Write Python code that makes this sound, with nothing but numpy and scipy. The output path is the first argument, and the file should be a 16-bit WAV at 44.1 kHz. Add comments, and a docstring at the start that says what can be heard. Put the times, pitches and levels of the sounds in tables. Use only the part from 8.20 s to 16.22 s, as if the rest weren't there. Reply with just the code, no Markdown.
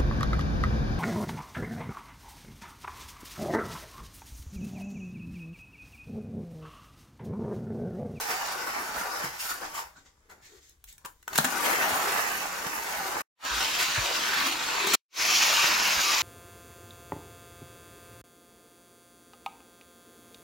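"""Battery toy cars race round a plastic track on a carpeted floor. At first, from beside the track, wheels
chatter on the thin panels, gear teeth whir and guide rollers scrape the walls. By 1.8 s the racket dies
away to faint scuffs and ticks; near 3 s it returns with clacks as cars knock the track into ringing.
At 5 s the sound drops out and swells back, heard over the bend; at 6.75 s it drops out again and
returns over the straight."""
import sys
import numpy as np
from scipy import signal
from scipy.fft import rfft, irfft, next_fast_len
from scipy.io import wavfile

SR = 44100
rng = np.random.default_rng(int(sys.argv[2]) if len(sys.argv) > 2 else 0)


def bounce(signal):
    """Save signal as a 16-bit WAV file at the path given by the first command-line argument."""
    frames = np.transpose(np.atleast_2d(signal))
    limited = np.clip(frames, -1, 1)
    pcm = np.round(limited * 32767).astype(np.int16)
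    wavfile.write(sys.argv[1], SR, pcm)


N = 353682
TIME = np.arange(N) / SR
FRAME_S = np.arange(N // 256 + 2)[None] * 256 / SR
BIN_HZ = np.fft.rfftfreq(1024, 1 / SR)[:, None]

# Each row is one listening place: panel pitch in Hz, whir brightness as a frequency in Hz.
PLACE_TUNING = [(1150, 4560), (1360, 3560), (1390, 4460)]
def cars():
    """Superposition: three streams of tiny impacts excite the track, gears and rollers together."""
    flex_db, wheel_db, gear_db, scrape_db = running_levels()
    panel_hz, whir_hz = (by_place(*column, FRAME_S) for column in np.transpose(PLACE_TUNING))
    ring_db = passing_resonances()
    wheels = impacts(per_s=2200, spread_db=2, shudder_db=0.93, shudder_per_s=70)
    teeth = impacts(per_s=5500, spread_db=1, shudder_db=0.97, shudder_per_s=70)
    grit = impacts(per_s=3700, spread_db=3, shudder_db=2, shudder_per_s=90)
    weave_db = 0.5 * wander(per_s=14)  # weaving in the lanes varies the load on the wheels
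    chatter = wheel_chatter(wheels, flex_db + weave_db, wheel_db + weave_db, panel_hz, ring_db)
    # The wheels jolt the gear train, so both share some ticks.
    whir = gear_whir(teeth + 0.23 * wheels, gear_db, wheel_db, whir_hz, ring_db)
    scrape = roller_scrape(grit + 0.63 * teeth, scrape_db + weave_db)
    return chatter + whir + scrape + floor_rumble(wheel_db)

# Spectra of the flexing track and of panels pitched at 1200 Hz. Each row: frequency in Hz, level in dB.
FLEX_SPECTRUM = [(40, -31.5), (100, -15), (160, -6), (190, -0.5), (245, -3.5), (310, 2), (390, -0.5),
                 (480, -8.5), (650, -12), (1200, -61)]
PANEL_SPECTRUM = [(250, -33), (430, -13.5), (560, -8), (700, -5.5), (850, 0.5), (1000, -0.5), (1250, -1),
                  (1600, -2.5), (1950, -9), (2400, -11.5), (3200, -33), (6000, -65)]
def wheel_chatter(wheels, flex_db, chatter_db, panel_hz, ring_db):
    """Forced vibration: wheel impacts flex the track and drum on its thin panels."""
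    flex = travelling(wheels, read(FLEX_SPECTRUM, BIN_HZ) + ring_db, patchy_db=2)
    panels = travelling(wheels, read(PANEL_SPECTRUM, BIN_HZ * 1200 / panel_hz) + ring_db, patchy_db=1.67)
    return gain_of(flex_db - 3.5) * flex + gain_of(chatter_db - 0.48) * panels

# Spectra of the gears at each place and of scuffs in the lull. Each row: frequency in Hz, level in dB.
WHIR_BESIDE = [(900, -38.5), (1800, 6.5), (2300, 0.5), (2800, 2.5), (3400, -2.5), (4100, -2.5), (4900, -2),
               (5900, -3), (6900, -3), (7800, -10.5), (9500, -39.5)]
WHIR_BEND = [(900, -34.5), (1800, -8), (2300, -2), (2700, 2), (3300, 0), (4200, 1), (5000, -1),
             (5900, -2.5), (7000, -3.5), (7900, -10.5), (9500, -29)]
WHIR_STRAIGHT = [(900, -76), (1800, -23), (2200, -3.5), (2600, -1.5), (3300, -5.5), (4300, -5.5),
                 (5000, -3), (5900, -5.5), (6800, -5.5), (7700, -19.5), (9500, -31.5)]
SCUFF_SPECTRUM = [(900, -21.5), (1400, -14), (1900, 3), (2500, -3.5), (3100, -0.5), (3600, 2), (4300, 0.5),
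                  (5500, -1), (7100, 4.5), (8000, -4), (9500, -23)]
def gear_whir(teeth, gear_db, wheel_db, whir_hz, ring_db, drop_oct_per_db=0.04):
    """Impact noise: tooth collisions merge into a whir, which sounds lower as the cars come near."""
    near_db = np.maximum(np.interp(FRAME_S, TIME, wheel_db), -36.5) + 34  # louder chatter is nearer
    whir_hz = whir_hz * 2 ** (-drop_oct_per_db * near_db)
    tilt_db = 12 * np.log2(whir_hz / 4150) * np.log2(np.clip(BIN_HZ, 2000, 7000) / 4150)
    colour_db = by_place(*map(unit_power, (WHIR_BESIDE, WHIR_BEND, WHIR_STRAIGHT)), FRAME_S) + tilt_db
    in_lull = (FRAME_S > OPENING_LAPS[-1][0]) & (FRAME_S < RETURN_LAPS[0][0])
    colour_db = np.where(in_lull, unit_power(SCUFF_SPECTRUM), colour_db)
    return gain_of(gear_db + 1.33) * travelling(teeth, colour_db + ring_db, patchy_db=1.5, bins=15)

# Spectrum of rollers on a wall. Each row: frequency in Hz, level in dB.
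ROLLER_SPECTRUM = [(3000, -41.5), (6000, -13.5), (7800, -1.5), (8800, 0.5), (10000, 3.5), (11800, -2),
                   (12700, 2.5), (13700, 5.5), (14800, -0.5), (16000, -2.5)]
def roller_scrape(grit, level_db):
    """Friction noise: guide rollers rubbing along the walls give a high hiss."""
    return gain_of(level_db - 0.1) * travelling(grit, read(ROLLER_SPECTRUM, BIN_HZ), patchy_db=1.2, bins=25)

# Five stretches of running. Each row: time in seconds, relative chatter and whir levels in dB.
OPENING_LAPS = [(0, -35, -39), (0.2, -37, -43), (0.62, -36.5, -46), (1.05, -36.5, -44), (1.12, -45, -48.5),
                (1.2, -46.5, -52), (1.4, -44, -49.5), (1.61, -44, -51.5), (1.71, -60.5, -69)]
LULL_LAPS = [(1.78, -67.5, -74), (1.95, -75.5, -80), (2.2, -65.5, -75), (2.55, -79.5, -85),
             (3.06, -77.5, -75.5)]
RETURN_LAPS = [(3.11, -47, -56), (3.16, -41, -39), (3.27, -36, -40), (3.44, -29, -35.5), (3.65, -30, -36.5),
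               (4, -32, -36.5), (4.3, -36.5, -43.5), (4.62, -38.5, -42), (4.86, -33.5, -40),
               (5.02, -35.5, -43)]
BEND_LAPS = [(5.26, -36.5, -37.5), (5.39, -35, -33.5), (5.54, -37, -32.5), (5.82, -35, -32.5),
             (6.14, -34, -33), (6.29, -34.5, -34), (6.38, -36.5, -36.5), (6.62, -33, -34),
             (6.75, -36, -25.5)]
STRAIGHT_LAPS = [(7, -32, -29), (7.14, -30.5, -24), (7.33, -29, -25), (7.56, -30, -28), (8, -31, -27)]
# Each row is one stretch: offset of flexing from chatter in dB, offset of scrape from whir in dB.
STRETCH_BALANCES = [(-12, -2), (2.5, -7), (-9, -2), (-10.5, -11.5), (-14, -13)]
# Rubs on wall or track. Each row: start and length in seconds, relative chatter, whir and scrape in dB.
CAR_RUBS = [(0.081, 0.033, -31, -40, -38), (0.232, .09, -42, -42.5, -61), (0.453, .04, -32, -63, -44),
            (0.736, .06, -37.5, -46, -45), (1.178, .13, -55.5, -42.5, -40), (1.285, 0.021, -39, -40.5, -43),
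            (1.398, 0.053, -37.5, -51, -54), (1.532, .06, -40.5, -44, -44), (1.745, 0.05, -67, -63, -80),
            (1.84, 0.027, -64, -62, -87), (2.088, 0.029, -52.5, -60, -68), (2.21, 0.066, -79, -58.5, -68),
            (2.29, 0.093, -69, -63.5, -71), (2.405, 0.093, -95, -62.5, -71), (2.667, 0.029, -83, -53, -57),
            (2.783, .04, -70, -74, -79.5), (2.838, 0.016, -46, -59, -73.5), (3.413, .05, -37.5, -39, -33),
            (3.595, .04, -30, -39.5, -49), (3.947, .05, -34.5, -44, -57), (4.432, .04, -37.5, -50, -55),
            (5.393, 0.058, -37, -33.5, -44), (5.577, 0.052, -35, -30, -35.5),
            (6.16, 0.11, -56.5, -36.5, -43), (6.718, .05, -34, -29.5, -39),
            (7.44, .045, -39.5, -31.5, -37.5)]
def running_levels(attack_s=0.022, fall_db_per_s=325, rub_flex_db=-14):
    """Incoherent sounds add in power: running plus rubs gives flex, chatter, whir and scrape in dB."""
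    stretches = (OPENING_LAPS, LULL_LAPS, RETURN_LAPS, BEND_LAPS, STRAIGHT_LAPS)
    running = [(s, wheel_db + flex_db, wheel_db, gear_db, gear_db + scrape_db)
               for stretch, (flex_db, scrape_db) in zip(stretches, STRETCH_BALANCES)
               for s, wheel_db, gear_db in stretch]
    power = gain_of(follow(running)) ** 2
    t = np.arange(SR // 2) / SR
    for start, length, wheel_db, gear_db, scrape_db in CAR_RUBS:
        shape = np.minimum(t / attack_s, 1) * gain_of(-fall_db_per_s * np.maximum(t - length, 0))
        for part, db in zip(power, (wheel_db + rub_flex_db, wheel_db, gear_db, scrape_db)):
            add(part, start, (gain_of(db) * shape) ** 2)
    return 10 * np.log10(power)

# Each row: centre time in seconds, duration in seconds, frequency in Hz, boost in dB.
RESONANCES = [(0.151, 0.57, 780, 6), (0.7, 2.5, 5060, 4.5), (0.798, 0.24, 1600, 3), (1.29, 0.12, 1380, 9.5),
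              (1.597, 0.11, 1020, 8), (1.77, .06, 1450, 13), (2.156, .12, 390, 6.5), (2.249, .3, 1895, 3.5),
              (2.358, .12, 404, 22), (2.865, 0.089, 950, 7), (3.253, 0.22, 261, 12), (3.668, 0.29, 702, 5),
              (4.813, 0.44, 894, 5.5), (5.338, 0.32, 1250, 3.5), (5.766, 0.069, 1740, 10),
              (5.873, 0.21, 583, 12), (6.157, .16, 1790, 7), (6.303, 0.27, 295, 11.5),
              (6.33, .35, 3750, 2.5), (6.706, 0.22, 376, 16), (7.426, 0.13, 2690, 4)]
def passing_resonances(relative_width=0.37):
    """Resonance: a track piece or car shell boosts one band as a car goes by."""
    return sum(db * np.exp(-(2 * (FRAME_S - s) / lasts) ** 2)
               * np.exp(-(2 * (BIN_HZ / hz - 1) / relative_width) ** 2) for s, lasts, hz, db in RESONANCES)

def impacts(per_s, spread_db, shudder_db, shudder_per_s):
    """Shot noise: random collisions of uneven size, stronger and weaker as the car shudders."""
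    size = gain_of(spread_db * np.minimum(rng.exponential(1, N), 4)) * rng.choice([-1, 1], N)
    hits = rng.random(N) < per_s / SR
    return unit_rms(size * hits * gain_of(shudder_db * wander(shudder_per_s)))

def travelling(x, colour_db, patchy_db, bins=7):
    """Time-varying filtering: each piece of track that a car crosses has other resonances."""
    spectra = signal.stft(x, nperseg=1024, noverlap=768)[2]
    patch = np.outer(np.hanning(bins), np.hanning(28))
    patches = signal.fftconvolve(rng.standard_normal(spectra.shape), patch, "same")
    spectra = spectra * gain_of(colour_db + patchy_db * unit_rms(patches))
    return unit_rms(signal.istft(spectra, nperseg=1024, noverlap=768)[1][:N])

# Each row: start in seconds, relative level in dB, contact time in seconds, tilt in dB per octave.
KNOCKS = [(1.035, -36.5, 0.024, 1.5), (2.094, -56, 0.0099, 2), (2.493, -56, 0.0047, 14),
          (2.6404, -43, 0.0028, 8.5), (2.7266, -46, 0.0022, 12.5), (2.78, -49, .003, 7),
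          (2.847, -41, 0.0094, 2), (2.858, -37, 0.0034, 5.5), (3.0266, -53.5, 0.0044, 5),
          (3.078, -30.5, 0.0039, 2.5), (3.1285, -37, 0.0079, 2.5), (3.155, -27.5, .007, 5),
          (3.1769, -19.5, 0.006, 6), (3.1852, -13.5, 0.0021, 0), (3.2026, -37, .004, -10.5),
          (3.242, -24, 0.013, 2), (4.4658, -32.5, 0.0049, -0.5), (5.25, -29, 0.0017, 0),
          (6.265, -32.5, .012, 5.5), (6.668, -27, 0.0088, 3.5), (6.7302, -23, .023, 4),
          (7.228, -33, 0.0025, 2), (7.441, -24.5, 0.0042, 0.5)]
# Modes of the track. Each row: frequency in Hz, level in dB, time to fall 60 dB in seconds.
KNOCK_MODES = [(886, -30, 0.067), (945, -2.5, 0.031), (1250, -11.5, .04), (1400, 1, 0.026),
               (1630, 0.5, 0.0067), (1950, -4, 0.015), (2780, 2.5, 0.00078), (4170, -8.5, 0.016),
               (4970, -22.5, .003), (7490, -7, 0.0097)]
def clacks(crack_db=0.5, detune=0.051):
    """Modal ringing: a short grinding contact excites the track, tuned a little differently each time."""
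    out, t = np.zeros(N), np.arange(4096) / SR
    for s, db, contact, tilt in KNOCKS:
        force = rng.standard_normal(len(t)) * np.exp(-(t / contact) ** 4)
        force *= np.minimum(t / (0.36 * contact), 1)
        modes = np.zeros(len(t))
        for hz, mode_db, t60 in KNOCK_MODES:
            hz *= np.exp(detune * rng.standard_normal())
            modes += gain_of(mode_db - 60 * t / t60) * np.sin(2 * np.pi * hz * t) / np.sqrt(t60)
        ring = signal.fftconvolve(force, modes / np.linalg.norm(modes))[:len(t)]
        colour = [(60, -8 - 3 * tilt), (200, 10.5 - 2 * tilt), (500, -tilt), (1000, 3.2),
                  (7500, 3 * tilt), (11000, 3 * tilt - 5)]
        knock = coloured(np.pad(ring + gain_of(crack_db) * force, 64), colour)
        knock *= np.sqrt(contact * SR) / np.linalg.norm(knock)  # energy grows with contact time
        add(out, s - 64 / SR, gain_of(db + 1) * knock)
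    return out

# Each row: start in seconds, relative level in dB, frequency in Hz, length in seconds.
FLOOR_BUMPS = [(.76, -48, 54, 0.058), (1.02, -46.5, 139, 0.1), (2.647, -53, 45, 0.08),
               (3.179, -30, 149, .04), (3.182, -31.5, 212, 0.031), (3.239, -32.5, 248, 0.04),
               (3.718, -44.5, 90, 0.034), (5.29, -40, 54.8, 0.16), (5.776, -28, 107.4, 0.028),
               (5.774, -38.5, 50, 0.091), (7.76, -41, 60, 0.049)]
def thumps():
    """Damped oscillation: the track swings a few times against the carpet."""
    out, t = np.zeros(N), np.arange(SR // 2) / SR
    for s, db, hz, length in FLOOR_BUMPS:
        swell = (3 * t / length) ** 2 * np.exp(2 - 6 * t / length)
        add(out, s, gain_of(db + 3) * swell * np.sin(2 * np.pi * hz * t))
    return out

# Spectrum of the shaking floor. Each row: frequency in Hz, level in dB.
FLOOR_SPECTRUM = [(15, -6), (35, -11), (55, 0.5), (100, -7), (170, -12.5), (400, -52.5)]
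def floor_rumble(wheel_db, loudest_db=-60.5):
    """Structure-borne sound: the carpeted floor shakes a little with the wheels."""
    return gain_of(loudest_db + 0.22 * (wheel_db - wheel_db.max())) * noise(FLOOR_SPECTRUM)

# Each row: frequency in Hz, reverberation time in seconds.
ROOM_DECAY = [(150, 0.079), (700, 0.26), (2000, 0.21), (6000, 0.23), (15000, 0.33)]
def reflections(t60_share, taps_per_s=4000):
    """Absorption: sparse echoes die away, each band in a share of its reverberation time."""
    size = SR // 2
    taps = rng.choice([-1., 1.], size) * (rng.random(size) < taps_per_s / SR) * (np.arange(size) > 40)
    hz, t, spectra = signal.stft(taps, SR, nperseg=256)
    decay = gain_of(-60 * t / (t60_share * read(ROOM_DECAY, hz)[:, None]))
    tail = signal.istft(spectra * decay, SR, nperseg=256)[1]
    return tail / np.linalg.norm(tail)

def echo(x, t60_share, sets=4, sets_per_s=8):
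    """Multipath propagation: moving cars sound through one set of reflections after another."""
    turn = (sets_per_s * TIME - np.arange(sets)[:, None]) % sets
    feeds = x * np.sin(np.pi / 2 * np.minimum(turn, 2))
    return sum(signal.oaconvolve(feed, reflections(t60_share))[:N] for feed in feeds)

# Stereo width at each place. Each row: frequency in Hz, side level relative to mid in dB.
WIDTH_BESIDE = [(60, -35.5), (110, -15.5), (200, -12.5), (380, -6.5), (700, -3.5), (1290, 1), (2380, 1.5),
                (4400, -2.5), (8120, -0.5), (15000, -3)]
WIDTH_BEND = [(60, -29), (110, -19), (200, -19), (380, -15), (700, -3.5), (1290, -0.5), (2380, -3),
              (4400, -7.5), (8120, 1.5), (15000, -4)]
WIDTH_STRAIGHT = [(60, -33), (110, -33), (200, -14), (380, -8.5), (700, -5), (1290, 0.5), (2380, -5),
                  (4400, -12.5), (8120, -6), (15000, -6)]
def room(x, wet_db=-6, near_db=-1):
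    """Reverberation: direct sound and tail lie in the middle; lateral reflections add width."""
    wet, near = gain_of([wet_db, near_db])
    mid = (x + wet * echo(x, 0.96)) / np.hypot(1, wet)
    side = (near * echo(x, 0.071) + echo(x, 0.56)) / np.hypot(1, near)
    side = by_place(*(coloured(side, width) for width in (WIDTH_BESIDE, WIDTH_BEND, WIDTH_STRAIGHT)))
    return np.array([mid + side, mid - side])

# Each row: time in seconds, left minus right level of the chatter in dB.
CAR_BEARING = [(0, -1.5), (0.75, .5), (1.4, 1), (1.8, 2), (2.7, 2.5), (3.3, 3.5), (3.65, 3), (3.9, -2.5),
               (4.65, -0.5), (5.3, 0), (5.85, 1), (6.4, 0), (6.65, 3), (7.05, 0.5), (8, 0)]
def steered(pair, crossover_hz=2200, treble_share=0.33):
    """Interaural level difference: the sound leans toward the cars, the chatter more than the treble."""
    lean_db = np.array([[0.5], [-0.5]]) * follow(CAR_BEARING)[0]
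    low = signal.sosfiltfilt(signal.butter(2, crossover_hz, fs=SR, output="sos"), pair)
    return low * gain_of(lean_db) + (pair - low) * gain_of(treble_share * lean_db)

# Spectrum of the still room. Each row: frequency in Hz, level in dB.
HUSH_SPECTRUM = [(12, -46.5), (20, 6.5), (61, 8.5), (189, -16), (433, -21.5), (713, -33.5), (1730, -26),
                 (3180, -24.5), (6720, -26.5), (9110, -27.5), (15000, -35)]
def room_hush(level_db=-67.5):
    """Ambient noise: a faint, steady, mostly low hush."""
    return gain_of(level_db) * noise(HUSH_SPECTRUM)

# Each row: time of the cut in seconds, time of full return in seconds.
GAPS = [(5.016, 5.262), (6.752, 6.997)]
def dropouts(cut_db_per_s=4994.5, remnant_db=-34, fade_db_per_s=600.5, swell_s=0.15, floor_db=-80):
    """Amplitude gating: the sound is cut, a faint remnant fades, and the level swells back."""
    gain = np.ones(N)
    for cut, back in GAPS:
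        since = np.maximum(TIME - cut, 0)
        fall = gain_of(np.maximum(-cut_db_per_s * since, remnant_db - fade_db_per_s * since))
        swell = np.clip(1 + (TIME - back) / swell_s, 0, 1) ** 6.2
        gain *= np.maximum(np.maximum(fall, swell), gain_of(floor_db))
    return gain

def by_place(beside, bend, straight, s=TIME):
    """Selects by listening place, which changes during each gap."""
    return np.where(s < 5.1, beside, np.where(s < 6.83, bend, straight))

def gain_of(db):
    """Decibels to amplitude."""
    return 10 ** (np.asarray(db) / 20)

def unit_rms(x):
    """Normalises to rms 1."""
    return x / np.sqrt(np.mean(x ** 2) + 1e-20)

def unit_power(spectrum):
    """Normalises a dB spectrum to a mean power of 1 over the bins."""
    db = read(spectrum, BIN_HZ)
    return db - 10 * np.log10(np.mean(gain_of(db) ** 2))

def read(points, hz):
    """Interpolates on a log-frequency axis."""
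    f, value = np.transpose(points)
    return np.interp(np.log(hz + 1), np.log(f + 1), value)

def follow(table):
    """Interpolates every column over time."""
    times, *columns = np.transpose(table)
    return [np.interp(TIME, times, column) for column in columns]

def add(mix, s, sound):
    """Superposes a sound at s seconds."""
    part = mix[max(round(s * SR), 0):][:len(sound)]
    part += sound[:len(part)]

def coloured(x, spectrum):
    """Filters by multiplication in the frequency domain."""
    size = next_fast_len(len(x))
    return irfft(rfft(x, size) * gain_of(read(spectrum, np.fft.rfftfreq(size, 1 / SR))), size)[:len(x)]

def noise(spectrum):
    """Filtered Gaussian noise of rms 1."""
    return unit_rms(coloured(rng.standard_normal(N), spectrum))

def wander(per_s):
    """Random modulation of rms 1."""
    knots = rng.standard_normal(4096)
    return unit_rms(np.interp(TIME * per_s, np.arange(len(knots)), knots))

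def scene():
    """Two transmission paths: cars and clacks come through the air, thumps mostly through the floor."""
    hush, bumps = room_hush(), thumps()
    airborne = cars() + clacks() + hush + 0.18 * bumps
    return steered(room(airborne)) + 0.58 * bumps

def record(dry, edge_hz=16000):
    """Gating and band limiting: two gaps, then a low-pass filter."""
    lowpass = signal.firwin(511, edge_hz, window=("kaiser", 9), fs=SR)
    return signal.oaconvolve(dry * dropouts(), lowpass[None], "same")

dry = scene()
out = record(dry)
bounce(out)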